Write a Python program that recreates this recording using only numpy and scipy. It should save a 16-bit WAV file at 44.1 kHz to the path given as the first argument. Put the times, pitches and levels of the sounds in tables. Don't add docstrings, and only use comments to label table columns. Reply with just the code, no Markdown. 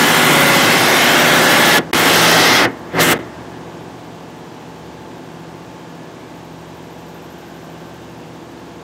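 import sys
import numpy as np
from scipy import signal
from scipy.fft import rfft, irfft
from scipy.io import wavfile
from scipy.ndimage import uniform_filter1d, map_coordinates

SR = 44100
rng = np.random.default_rng(int(sys.argv[2]) if len(sys.argv) > 2 else 0)


def store_wav(level_fs):
    pcm = np.round(np.clip(np.atleast_2d(level_fs), -1, 1) * 32767)
    wavfile.write(sys.argv[1], SR, pcm.T.astype(np.int16))


N = 389382

# time in seconds, cycle rate in Hz.
SPEED = [(0, 15.04), (.75, 15.048), (1.5, 15.004), (2, 15.003), (2.5, 15.02), (3.4, 14.982), (4, 15.0),
         (4.5, 15.002), (5, 15.02), (6, 15.043), (7, 15.031), (8, 15.016), (8.83, 15.005)]
CYCLE_HZ = SPEED[0][1]
PUMP_RATIO = .8376


def gain_of(db):
    return 10 ** (np.asarray(db) / 20)


def evened(x):
    return x / np.sqrt(np.mean(x ** 2) + 1e-20)


def read(points, hz):
    f, value = np.transpose(points)
    return np.interp(np.log(hz + 1), np.log(f + 1), value)


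def columns(table, t):
    s, *cols = np.transpose(table)
    return [np.interp(t, s, c) for c in cols]


def band_rms(x, lo_hz, hi_hz):
    hz = np.fft.rfftfreq(len(x), 1 / SR)
    band = rfft(x)[(hz > lo_hz) & (hz < hi_hz)]
    return np.linalg.norm(band) * np.sqrt(2) / len(x)


def tilted(x, curves, shares):
    hz, t, z = signal.stft(x, SR, nperseg=256)
    level_db, *tilts_db = curves(t)
    db = level_db + sum(np.outer(read(share, hz), tilt) for share, tilt in zip(shares, tilts_db))
    return signal.istft(z * gain_of(db), SR, nperseg=256)[1][:N]


def rush(spectrum, patchy_db):
    frames, hz = N // 512 + 5, np.fft.rfftfreq(2048, 1 / SR)
    real, imag, patches = rng.standard_normal((frames, len(hz), 3)).T
    patches = uniform_filter1d(patches, size=14, axis=0)
    patches = evened(uniform_filter1d(patches, size=8, axis=1))
    db = read(spectrum, hz)[:, None] + patchy_db * patches
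    z = (real + 1j * imag) * gain_of(db)
    return evened(signal.istft(z, nperseg=2048, noverlap=1536)[1][:N])


def drone(turns, orders, wander_db, drift):
    k, db = np.transpose(orders)
    step, size = 2048, 4096
    noise = rng.standard_normal((2, N // step + 2, len(k)))
    wander, slip = uniform_filter1d(noise, size=8, axis=1)
    phase = 2 * np.pi * rng.random(len(k)) + drift * np.cumsum(evened(slip), axis=0)
    spectra = np.zeros((len(phase), size // 2 + 1), complex)
    spectra[:, np.round(k).astype(int)] = gain_of(db + wander_db * evened(wander)) * np.exp(1j * phase)
    waves = irfft(spectra) * size / np.sqrt(2)
    waves = np.hstack([waves, waves[:, :1]])
    return map_coordinates(waves, [np.arange(N) / step, turns % 1 * size], order=1)


def fan(cycles):
    # multiple of the blade rate, level in dB.
    blade_tones = [(1, -3), (2, -11), (3, -18), (4, -23)]
    blade_passes = 22.745 * cycles
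    swell = rng.standard_normal((len(blade_tones), N))
    swell = evened(uniform_filter1d(swell, size=SR // 3, axis=1))
    return sum(gain_of(db + 3.2 * s) * np.sqrt(2) * np.sin(2 * np.pi * k * blade_passes)
               for (k, db), s in zip(blade_tones, swell))


def compressor(cycles, wander_db, drift):
    # multiple of the crank rate, level in dB.
    crank_orders = [(7, -21), (8, -19), (9, -11), (10, -18), (13, -5), (14, -12), (15, -16), (16, -12),
                    (17, -17), (19, -13), (20, -7), (21, -3), (25, -13), (26, -5), (28, -10), (29, -14),
                    (32, -16), (33, -17), (34, -11), (35, -18), (39, -16), (40, -17), (41, -14), (50, -18),
                    (53, -21), (59, -20)]
    return drone(cycles * PUMP_RATIO, crank_orders, wander_db, drift)


def valves(turns):
    # place in the turn (0-1), level in dB, decay in turns.
    puffs = [(.855, 0, .1), (.105, 1, .11), (.29, -10, .1)]
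    # frequency in Hz, density in dB per Hz.
    hiss_spectrum = [(7000, -25), (10400, -21), (11500, 2), (12600, 7), (13400, -14), (14200, 2.5),
                     (15300, 1.5), (16500, -18)]
    flow = np.full(N, .3)
    strength = gain_of(1.2 * rng.standard_normal((int(turns[-1]) + 3, len(puffs))))
    for i, (place, db, decay) in enumerate(puffs):
        since = turns - place + 1
        attack = np.minimum(since % 1 / 0.015, 1)
        shape = np.exp(-(since % 1) / decay) * attack
        flow += gain_of(db) * shape * strength[since.astype(int), i]
    return evened(flow * rush(hiss_spectrum, patchy_db=1.5))


def panel_ring(x):
    # time in seconds, level in dB, ring in dB before its share.
    ring = [(0, 0, 0.5), (.9, 0, -0.5), (1.3, 0, 2.5), (1.9, -0.5, 2), (2.3, 0, 5), (3.3, 0, 4.5),
            (4, 0, 0)]
    # frequency in Hz, share of the ring.
    resonance = [(1450, -0.075), (1740, 0.95), (2100, -0.23), (2500, -0.092)]
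    return tilted(x, lambda t: columns(ring, t), [resonance])


def muffling(t, top=False):
    # fully bright in seconds, fall of the loss in dB per second before it,
    # start of dulling in seconds, quick part in seconds, fade from that start in dB per second,
    # delay of the top in seconds.
    spells = [(-1, 9000, 1.784, 0.021, 300, 0), (1.9314, 9003, 2.652, 0.038, 203, 0.00098),
              (3, 335, 3.13, 0.022, 165, 0.011)]
    quick_db = 12.5
    bright, speed, dull, quick, fade, lag = np.transpose(spells)[:, :, None]
    after = np.maximum(t - dull, 0)
    brightening_loss = speed * np.maximum(bright + top * lag - t, 0)
    dulling_loss = quick_db * np.minimum(after / quick, 1) + fade * after
    return (brightening_loss + dulling_loss).min(axis=0)


def bright_colour(t):
    # time in seconds, level in dB, then bass, bite and treble shifts
    # in dB before their shares.
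    colour = [(0, -15, -0.5, 2, 0.5), (.3, -13, -1.5, -1.5, 0), (.7, -14, -0.5, 3.5, -2),
              (1.3, -13, -1, 1, -2), (1.77, -13.5, 0.5, 6, 0), (1.96, -14, 1, 2.5, -1),
              (2.09, -13.5, 2, 2.5, 0), (2.15, -14, 2.5, 9.5, 1), (2.45, -13.5, 2.5, 11, -2.5),
              (2.58, -12, -0.5, 9.5, -6.5), (2.66, -13, 3, -2, -12.5), (3, -13.5, 2, 7, 4.5),
              (3.06, -17.5, 3.5, -1, 4), (3.13, -14.5, 3.5, 3, 3)]
    level_db, *shifts_db = columns(colour, t)
    loss_db = muffling(t)
    spared = np.minimum(loss_db / 13.5, 1)
    dulled = np.minimum(muffling(t, top=True) / 9.5, 1)
    return [level_db - loss_db, *shifts_db, spared, dulled]


def engine_orders(weak, strong, count):
    k = np.arange(4, count + 1)
    scatter = 3 * rng.uniform(-0.91, 1, len(k)) * np.sqrt(3)
    db = read(weak, k * CYCLE_HZ) + scatter
    return sorted({**dict(zip(k, db)), **dict(strong)}.items())


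def bright_engine(cycles, bright_orders, dull_orders):
    # frequency in Hz, level in dB before 4.5 dB more.
    dull_balance = [(75, 7), (170, 0.5), (300, -2), (500, -6.5), (900, -7), (1300, -17), (1750, -13)]
    change_s = 1.9
    later_orders = [(k, db - read(dull_balance, k * CYCLE_HZ) - 4.5) for k, db in dull_orders]
    later_orders += [row for row in bright_orders if row[0] > later_orders[-1][0]]
    before = drone(cycles, bright_orders, wander_db=3.0, drift=0.095)
    after = drone(cycles, later_orders, wander_db=3.5, drift=0.092)
    return np.where(np.arange(N) < change_s * SR, before, after)


def dull_hum(cycles, hiss, dull_orders):
    # frequency in Hz, density in dB per Hz.
    rush_spectrum = [(30, -36), (60, -22), (160, -7), (350, -6), (450, -11.5), (1100, -11), (1350, -23),
                     (1700, -16.5), (2300, -19), (3200, -20), (4300, -25), (7000, -28), (10600, -40),
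                     (12300, -41.5), (16000, -46)]
    # time in seconds, hum level in dB, treble shift in dB before its share,
    # valve hiss level in dB.
    hum_levels = [(1.83, -29, -5, -66), (2.8, -30.5, -4, -63), (3.3, -31, -2.5, -69), (4.1, -34, 0.5, -66),
                  (6.2, -34.5, 0.9, -66), (7.1, -35, 2, -60), (7.5, -34.5, 1.5, -59), (8.3, -35, 1.1, -65),
                  (8.83, -35, 1.1, -67.5)]
    hum = gain_of(4.5) * rush(rush_spectrum, patchy_db=0.44)
    hum = hum + drone(cycles, dull_orders, wander_db=2.5, drift=0.034)
    hum = hum + compressor(cycles, wander_db=-0.2, drift=0.026)
    hum = panel_ring(hum + fan(cycles))
    hum = hum / band_rms(hum, 100, 1200)
    treble = [(1200, 0.064), (2500, 0.53)]  # (Hz, share)
    hum = tilted(hum, lambda t: columns(hum_levels, t), [treble])
    hiss_db = columns(hum_levels, np.arange(N) / SR)[-1]
    return hum + gain_of(hiss_db) * hiss


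def bright_din(cycles, hiss, bright_orders, dull_orders):
    # frequency in Hz, density in dB per Hz.
    rush_spectrum = [(25, -31), (64, -25), (100, -17), (150, -16), (250, 0), (480, -4), (900, -6.5),
                     (1300, -5.5), (2000, -5), (2400, -5.5), (3150, -4), (4600, -12.5), (8000, -15),
                     (12000, -19.5), (16000, -28)]
    # frequency in Hz, gain in dB at full effect.
    spared = [(350, 12), (700, 6), (1300, 2)]
    # frequency in Hz, gain in dB at full effect.
    dulled = [(2000, 0.5), (2700, -4.5), (5000, -12), (8000, -19)]
    din = gain_of(13.5) * rush(rush_spectrum, patchy_db=1.5)
    din = din + bright_engine(cycles, bright_orders, dull_orders)
    din = din + gain_of(-4) * fan(cycles)
    din = din + gain_of(-6) * compressor(cycles, wander_db=4.0, drift=0.074)
    din = panel_ring(din)
    din = din / band_rms(din, 1200, 4000)
    # (Hz, share)
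    bass = [(700, 0.95), (1200, 0.03)]
    bite = [(2300, 0), (3200, 0.24), (5400, 0.77), (7500, 0.077)]
    treble = [(5300, 0.12), (7500, 0.99)]
    return tilted(din + gain_of(-16) * hiss, bright_colour, [bass, bite, treble, spared, dulled])


def scene():
    # frequency in Hz, level in dB.
    bright_weak = [(60, -42), (110, -30), (150, -9), (300, -13), (450, -14), (800, -10), (1300, -13),
                   (2250, -12.5)]
    dull_weak = [(60, -32), (100, -18), (200, -10), (350, -19), (550, -14.5), (900, -19.5), (1200, -23.5),
                 (1750, -25.5)]
    # multiple of the cycle rate, level in dB.
    bright_strong = [(5, -17), (10, -6), (11, -9), (12, -6), (15, -4), (16, -2), (20, -6), (21, -6),
                     (24, -7), (25, -2), (30, -8), (34, -7), (37, -3), (40, -3), (46, -3), (48, -6),
                     (57, -4), (58, -5), (74, -4), (94, -4), (99, -4), (109, -5), (114, -1), (115, -6),
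                     (119, -6), (135, -2), (139, -6), (143, -5)]
    dull_strong = [(5, -10), (8, -5), (10, -8), (11, 0), (12, -6), (20, -5), (25, -4), (30, -9), (32, -6),
                   (37, -10), (46, -11), (49, -10), (55, -10), (58, -8), (59, -11), (64, -11), (71, -14),
                   (74, -17), (86, -19), (103, -15), (114, -17)]
    cycles = np.cumsum(columns(SPEED, np.arange(N) / SR)[0]) / SR
    hiss = valves(cycles * PUMP_RATIO)
    bright_orders = engine_orders(bright_weak, bright_strong, count=150)
    dull_orders = engine_orders(dull_weak, dull_strong, count=115)
    mono = bright_din(cycles, hiss, bright_orders, dull_orders) + dull_hum(cycles, hiss, dull_orders)
    return np.tile(mono, (2, 1))


def record(dry):
    # start in seconds, end in seconds, depth in dB once the ramps have run their full length.
    dips = [(1.9137, 1.931, -67), (1.9384, 1.945, -28), (3.18, 3.189, -22)]
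    ceiling, knee, edge_hz, ramp_s = 0.64, 8.0, 15770, 0.0044
    x = dry / (1 + abs(dry / ceiling) ** knee) ** (1 / knee)
    x = signal.sosfilt(signal.butter(1, 30, "high", fs=SR, output="sos"), x)
    t = np.arange(N) / SR
    for start, end, db in dips:
        inside = np.clip(np.minimum(t - start, end - t) / ramp_s, 0, 1)
        x = x * gain_of(db * inside)
    lowpass = signal.firwin(1023, edge_hz, window=("kaiser", 9), fs=SR)
    return signal.oaconvolve(x, lowpass[None], "same")


dry = scene()
out = record(dry)
store_wav(out)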